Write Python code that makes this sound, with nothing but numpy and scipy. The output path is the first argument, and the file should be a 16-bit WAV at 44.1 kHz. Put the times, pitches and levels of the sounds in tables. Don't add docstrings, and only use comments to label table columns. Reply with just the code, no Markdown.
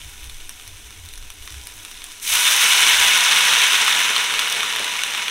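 import sys
import numpy as np
from scipy import signal
from scipy.fft import rfft, irfft, next_fast_len
from scipy.io import wavfile
from scipy.ndimage import uniform_filter1d

SR = 44100
rng = np.random.default_rng(int(sys.argv[2]) if len(sys.argv) > 2 else 0)


def transcribe(signal):
    frames = np.atleast_2d(signal).T
    limited = np.clip(frames, -1, 1)
    pcm = np.round(limited * 32767).astype(np.int16)
    wavfile.write(sys.argv[1], SR, pcm)


def nominal_scale(level):
    x = np.asarray(level, float) / 20
    return 10 ** x


N = 233957
TIME_S = np.arange(N) / SR


def rms_one(x):
    return x / np.sqrt(np.mean(x ** 2) + 1e-20)


def drift(rate_hz):
    r = np.exp(-2 * np.pi * rate_hz / SR)
    noise = rng.standard_normal(N + SR)
    return rms_one(signal.lfilter([1], [1, -2 * r, r * r], noise)[SR:])


def band(x, low_hz, high_hz, order=2):
    edges_hz = [low_hz, min(high_hz, 20000)]
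    return signal.sosfilt(signal.butter(order, edges_hz, "band", fs=SR, output="sos"), x)


def colour(x, spectrum, modes=(), size=8192):
    hz = np.arange(1, size // 2 + 2) * SR / size
    point_hz, point_db = np.transpose(spectrum)
    level_db = np.interp(np.log(hz), np.log(point_hz), point_db)
    for centre_hz, width_hz, peak_db in modes:
        level_db = level_db + peak_db / (1 + (2 * (hz - centre_hz) / width_hz) ** 2)
    cepstrum = irfft(np.log(nominal_scale(level_db)))
    cepstrum[1:size // 2] *= 2
    cepstrum[size // 2 + 1:] = 0
    return signal.fftconvolve(x, irfft(np.exp(rfft(cepstrum))))[:len(x)]


def ring(clicks, hz, t60_s):
    r = nominal_scale(-60 / (t60_s * SR))
    w = 2 * np.pi * hz / SR
    return signal.lfilter([0, np.sin(w)], [1, -2 * r * np.cos(w), r * r], clicks + 1e-18)


# hz, density_db_per_hz
KITCHEN_AIR = [(76, -25), (130, -2), (157, -57), (210, 3), (263, -8.5), (307, 3.5), (352, -11.5),
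               (407, 0.5), (498, -11), (804, -9.5), (900, -36), (1170, -52), (1980, -120)]


def kitchen_air():
    hum_modes = [(327, 9.1, 10.5), (750, 13, 12.3)]  # centre_hz, width_hz, peak_db
    return nominal_scale(-58) * rms_one(colour(rng.standard_normal(N), KITCHEN_AIR, hum_modes))


def shaking(low_hz, high_hz, order):
    noise = rms_one(band(rng.standard_normal(N + SR), low_hz, high_hz, order)[SR:])
    envelope = np.abs(signal.hilbert(noise, next_fast_len(N))[:N])
    return rms_one(noise / (0.58 + envelope))


def swell(start_s, level_db, half_s):
    return nominal_scale(level_db) * np.exp(-.5 * ((TIME_S - start_s) / half_s) ** 2)


# centre_s, level_db, pitch_hz, half_s
JOLTS = [(0.067, -34, 89, 0.02), (0.259, -41, 59.4, 0.042), (0.331, -50, 100, 0.033),
         (0.721, -43.5, 94.5, 0.041), (0.872, -46, 59.6, 0.037), (.98, -45, 90, 0.022),
         (1.048, -41, 83.5, 0.036), (1.225, -43.5, 65, .03), (1.287, -42, 62, 0.025),
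         (1.421, -40.5, 72.6, 0.029), (1.544, -33, 65, 0.033), (1.622, -44, 60, .03), (1.787, -50, 89, .03),
         (2.323, -46, 70, 0.025), (3.005, -46.5, 65, 0.074)]
# centre_s, level_db, half_s
SWINGS = [(0.052, -48.5, 0.11), (0.273, -43, 0.1), (.4, -39, 0.061), (.7, -44, .07), (0.947, -47, 0.066),
          (1.19, -35.5, 0.067), (1.42, -43, 0.038), (1.7, -44.5, 0.078), (1.985, -43, 0.067),
          (2.298, -49.5, 0.11), (2.9, -51, 0.15), (4.38, -55, 0.05)]
# time_s, level_db
HOLD = [
    (0, -49),
    (1.8, -60.5),
    (2.3, -60),
    (5.3, -60.5),
]


def handling():
    hold_db = np.interp(TIME_S, *np.transpose(HOLD))
    effort = nominal_scale(hold_db - 2.0) + sum(swell(*row) for row in SWINGS)
    sway = effort * shaking(6.0, 20.3, order=2)
    tremor = shaking(36, 107.0, order=3)
    jolts = 0
    for s, level_db, hz, half_s in JOLTS:
        wobble = np.sin(2 * np.pi * hz * (TIME_S - s))
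        jolts = jolts + swell(s, level_db, half_s) * (0.41 * tremor + 0.77 * wobble)
    return band(sway + nominal_scale(hold_db) * tremor + jolts, 8.2, 119, order=3)


def bursts(per_s, spread_db, clump_db):
    sizes = nominal_scale(spread_db * np.minimum(rng.exponential(1, N), 3.8)) * rng.choice([-1, 1], N)
    chance = np.clip(per_s, 30, 20000) * nominal_scale(clump_db * drift(18)) / SR
    return sizes * (rng.random(N) < chance)


def bubbles(clicks, low_hz, high_hz, cycles, count=18):
    dealt = rng.integers(0, count, N)
    out = 0
    for k, hz in enumerate(np.geomspace(low_hz, high_hz, count)):
        ringing = ring(clicks * (dealt == k), hz, cycles / hz)
        out = out + np.sqrt(hz) * rms_one(ring(ringing, hz, 1.7 / hz))
    return rms_one(out)


def puffs(clicks, decay_s, tail_s, tail_share):
    power = 0
    for s, share in (decay_s, 1 - tail_share), (tail_s, tail_share):
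        keep = np.exp(-2 / (s * SR))
        power = power + share * signal.lfilter([1 - keep], [1, -keep], clicks ** 2 + 1e-18)
    return rms_one(np.sqrt(np.abs(power)) * rng.standard_normal(N))


def steady(x, window_s):
    return x / np.sqrt(uniform_filter1d(x ** 2, round(window_s * SR)) + 1e-9)


# hz, density_db_per_hz
PAN = [(88, -41), (150, -31), (352, -27.5), (453, -25.5), (751, -21.5), (966, -12), (1090, -11.5),
       (2920, 3.5), (3690, 3.5), (4650, -11), (6110, -7.5), (7000, -16), (9540, -12), (15500, -25)]
# centre_hz, width_hz, peak_db over the trend
PAN_MODES = [(355, 36, -7.5), (455, 45, 6.5), (510, 23, -5), (707, 14, 7), (825, 8.1, 12), (988, 52, 8.5),
             (1469.6, 32, 5.5), (2232, 57, 7.5), (2583, 330, 3.5), (2963, 80, 4.5), (3600, 23, 7.5),
             (4300, 340, 1), (4560, 220, -4.5), (5340, 720, -2.5)]
# time_s, level_db
FRYING = [
    (0.0, -46),
    (1.4, -49),
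    (1.48, -44.5),
    (1.62, -46.5),
    (2.2, -43.5),
]
# time_s, level_db
FLASHING = [
    (2.218, -46),
    (2.237, -36.5),
    (2.28, -27),
    (2.34, -21),
    (2.45, -19.5),
]
# time_s, level_db
CALMING = [
    (2.6, -17.5),
    (2.86, -16),
    (3.2, -17),
    (3.55, -16.5),
    (3.95, -19),
    (4.3, -23),
    (4.75, -25.5),
    (5.3, -27.5),
]


def sizzle():
    pour_s, soak_s, flash_s, roll_s = 2.22, 0.57, 0.35, 0.72
    since_s = np.maximum(TIME_S - pour_s, 0)
    wet = 1 - np.exp(-since_s / soak_s)
    fry_per_s, flash_per_s, boil_per_s = 830, 2700, 1500
    wet_per_s = boil_per_s * np.exp(-.22 * since_s) + (flash_per_s - boil_per_s) * np.exp(-since_s / flash_s)
    per_s = np.where(TIME_S < pour_s, fry_per_s, wet_per_s)

    vigour_s, vigour_db = np.transpose(FRYING + FLASHING + CALMING)

    def vigour(lead_s, dry_db, flooded_db):
        return np.interp(TIME_S + lead_s, vigour_s, vigour_db) + np.interp(wet, [0, 1], [dry_db, flooded_db])

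    mist_lead_s = 0.017
    large_db = vigour(-0.021, -6, -5.5)
    fine_db = vigour(0, 0, 0)
    spray_db = vigour(mist_lead_s / 2, -1, -8.5)
    mist_db = vigour(mist_lead_s, -3, -14.5)

    clicks = bursts(per_s, spread_db=2.5, clump_db=2.5)
    vapour = puffs(clicks, decay_s=.0009, tail_s=.03, tail_share=.55)
    ringing = bubbles(clicks, 650, 8380, cycles=13.0)
    source = nominal_scale(-2.0) * vapour + nominal_scale(-9.5) * ringing + nominal_scale(-2.5) * rng.standard_normal(N)
    ticks = puffs(bursts(per_s / 8, spread_db=4.0, clump_db=4.0), decay_s=.0007, tail_s=.012, tail_share=.3)
    snaps = rms_one(bursts(per_s * .06, spread_db=2.6, clump_db=3.0))
    source = source + nominal_scale(-11 + .8 * since_s) * snaps

    heard = colour(source, PAN, PAN_MODES)
    bright = colour(source + nominal_scale(-13.5) * ticks, PAN, PAN_MODES)
    brightest = colour(source + nominal_scale(-3.5) * ticks, PAN, PAN_MODES)

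    roll_db = np.interp(np.exp(-since_s / roll_s), [0, 1], [1.5, -6.0]) + 2.0 * drift(8.2)
    rumble = nominal_scale(0.58 * large_db - 27.5 + roll_db) * steady(band(heard, 88, 538, order=3), 0.35)
    large = nominal_scale(large_db) * steady(band(heard, 505, 1774, order=3), 0.15)
    fine = nominal_scale(fine_db - 2.07) * steady(band(heard, 1590, 6520, order=3), 0.31)
    spray = nominal_scale(spray_db) * steady(band(bright, 4960, 10300, order=3), 0.097)
    mist = nominal_scale(mist_db) * steady(band(brightest, 10350, 24300, order=3), 0.76)
    return large - rumble - fine + spray - mist


def spits(table, cycles, puff_db, gain_db, spray_db, thump_db):
    size = 900
    out, t = np.zeros(N + size), np.arange(size) / SR
    for start_s, peak_db, hz, bright_db in table:
        burst = nominal_scale(puff_db) * rng.standard_normal(size) * np.exp(-t / .0011)
        burst[0] -= 1
        snap = colour(burst, PAN, size=512)
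        parts = [(-7, ring(burst, hz, cycles / hz)),
                 (-2.5, snap),
                 (spray_db + 1.81 * bright_db, band(snap, 5300, 23600)),
                 (thump_db - 1.05 * bright_db, band(snap, 650, 1280))]
        spit = sum(nominal_scale(level_db) * part / np.abs(part).max() for level_db, part in parts)
        out[round(start_s * SR):][:size] += nominal_scale(peak_db + gain_db) * spit / np.abs(spit).max()
    return out[:N]


# start_s, peak_db, pitch_hz, brightness_db
OIL_SPITS = [(0.0164, -23, 3500, -20), (0.0465, -22, 3470, -14), (0.2423, -20, 3690, -13),
             (0.2972, -20, 3700, -14), (0.4936, -11.5, 3060, -11), (0.598, -25, 3040, -26),
             (0.6773, -16, 2820, -12.5), (0.9067, -19.5, 2540, -16.5), (1.0595, -22, 2710, -13),
             (1.0882, -19.5, 3620, -13), (1.1372, -17, 3520, -13), (1.177, -19, 2890, -13),
             (1.2263, -22, 3010, -16), (1.3026, -16, 3090, -14.5), (1.4252, -22, 3050, -15.5),
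             (1.476, -15.5, 2650, -23), (1.505, -20, 3600, -11), (1.5429, -20, 2820, -14),
             (1.6366, -23, 2570, -12), (1.6707, -15.5, 2800, -13), (1.7, -31, 3470, -16),
             (1.8332, -27, 3620, -8), (1.85, -13, 3550, -15), (1.914, -20, 2800, -16),
             (1.9744, -25, 3650, -22), (2.003, -28, 2600, -17), (2.0196, -18, 3920, -21),
             (2.0414, -14.5, 2650, -11.5), (2.119, -19, 3460, -10), (2.1996, -21, 3710, -9)]


def oil_spits():
    return spits(OIL_SPITS, 5, -14, -1.0, spray_db=24, thump_db=-48.5)


# start_s, peak_db
FRY_TICKS = [(0.0816, -36), (0.3445, -24), (0.6379, -38), (0.784, -39), (0.843, -36), (1.1567, -21),
             (1.3862, -26), (1.4324, -25), (1.5234, -19), (1.5514, -29), (1.614, -22), (1.6224, -30),
             (1.78, -24), (1.898, -31), (2.126, -20), (2.156, -29)]
# start_s, peak_db
LATE_TICKS = [(4.2094, -11), (4.394, -3), (4.4702, -22), (4.594, -15), (4.7192, -29), (4.795, -9),
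              (4.9254, -25), (4.996, -30), (5.0664, -11), (5.0734, -27.5), (5.1068, -11), (5.1482, -26),
              (5.2594, -26)]


def fat_ticks():
    table = [(start_s, peak_db, 9500, 0) for start_s, peak_db in FRY_TICKS + LATE_TICKS]
    return spits(table, 6.0, -15.0, -3.0, spray_db=20.0, thump_db=-43)


# start_s, peak_db, pitch_hz, brightness_db
BROTH_SPITS = [(2.3555, 2, 3500, -12), (2.4854, -10, 2490, -14), (2.5638, -3, 3560, 0),
               (2.8294, 1.5, 2170, -15.5), (2.8664, -1, 2780, -24), (2.8904, -2, 3330, -23),
               (3.1754, -6, 2940, -18), (3.3224, -3.5, 2100, -29), (3.4094, -3, 3530, -20),
               (3.6174, -1, 3030, -16.5), (3.7364, -4, 2650, -23), (3.8794, 2, 2260, -21),
               (4.0034, -5, 2750, -15), (4.1634, 0, 3530, -28), (4.2418, -8, 3050, -13),
               (4.3395, -5, 2560, -18), (4.3924, -1.5, 3640, -21), (4.4692, -12, 3010, -19),
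               (4.4992, -8, 2510, -9), (4.5245, -6, 2510, -3), (4.6059, -5, 3610, -18),
               (4.6314, -2.5, 2570, -24), (4.7614, -9, 2260, -18), (4.8444, -3.5, 3020, -26),
               (4.8803, -11, 3030, -22), (4.9551, -8, 3000, -23), (5.0355, -2, 3040, -15),
               (5.1487, -6, 2970, -29), (5.1781, -9.5, 2880, -20), (5.2819, -5.5, 3040, -27.5)]


def broth_spits():
    return spits(BROTH_SPITS, 9, -13, -0.37, spray_db=21, thump_db=-38.5)


# start_s, peak_db, pitch_hz, decay_s
DROPS = [
    (4.632, -14, 1090, .005),
    (4.801, -9, 570, 0.0011),
]


def drops():
    size = 2000
    out, t = np.zeros(N + size), np.arange(size) / SR
    for start_s, peak_db, hz, decay_s in DROPS:
        plop = np.exp(-t / decay_s) * np.sin(2 * np.pi * hz * t * (1 + 15 * t))
        out[round(start_s * SR):][:size] += nominal_scale(peak_db - 9.5) * plop
    return out[:N]


# delay_s, level_db
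BENCH_ECHOES = [
    (.0017, -10.5),
    (.0045, -16),
]


def around(x):
    t60_s, treble_t60_s, room_db = .28, 0.19, -8
    t = np.arange(SR // 2) / SR
    tail = rng.standard_normal(len(t)) * nominal_scale(-60 * t / t60_s) * np.clip(t / .004, 0, 1)
    tail = 0.81 * tail * nominal_scale(-60 * t / treble_t60_s) + signal.lfilter([.45], [1, -.55], tail)
    response = nominal_scale(room_db) * tail / np.sqrt(np.sum(tail ** 2))
    response[0] += 1
    for delay_s, echo_db in BENCH_ECHOES:
        response[round(delay_s * SR)] += nominal_scale(echo_db)
    return signal.fftconvolve(x, response)[:N]


def scene():
    hits = band(oil_spits() + fat_ticks() + broth_spits(), 760, 15000)
    hits = hits + band(drops(), 130, 4000)
    return (kitchen_air() + handling() + sizzle() + around(hits))[None]


def band_limit(x):
    return signal.sosfilt(signal.butter(12, 16800, fs=SR, output="sos"), x)


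def record(dry):
    overload, cutoff_hz = .88, 15780
    rounded = dry / (1 + np.abs(dry / overload) ** 4) ** .25
    steep = signal.ellip(12, .3, 60, cutoff_hz, fs=SR, output="sos")
    return band_limit(signal.sosfilt(steep, rounded))


dry = scene()
out = record(dry)
transcribe(out)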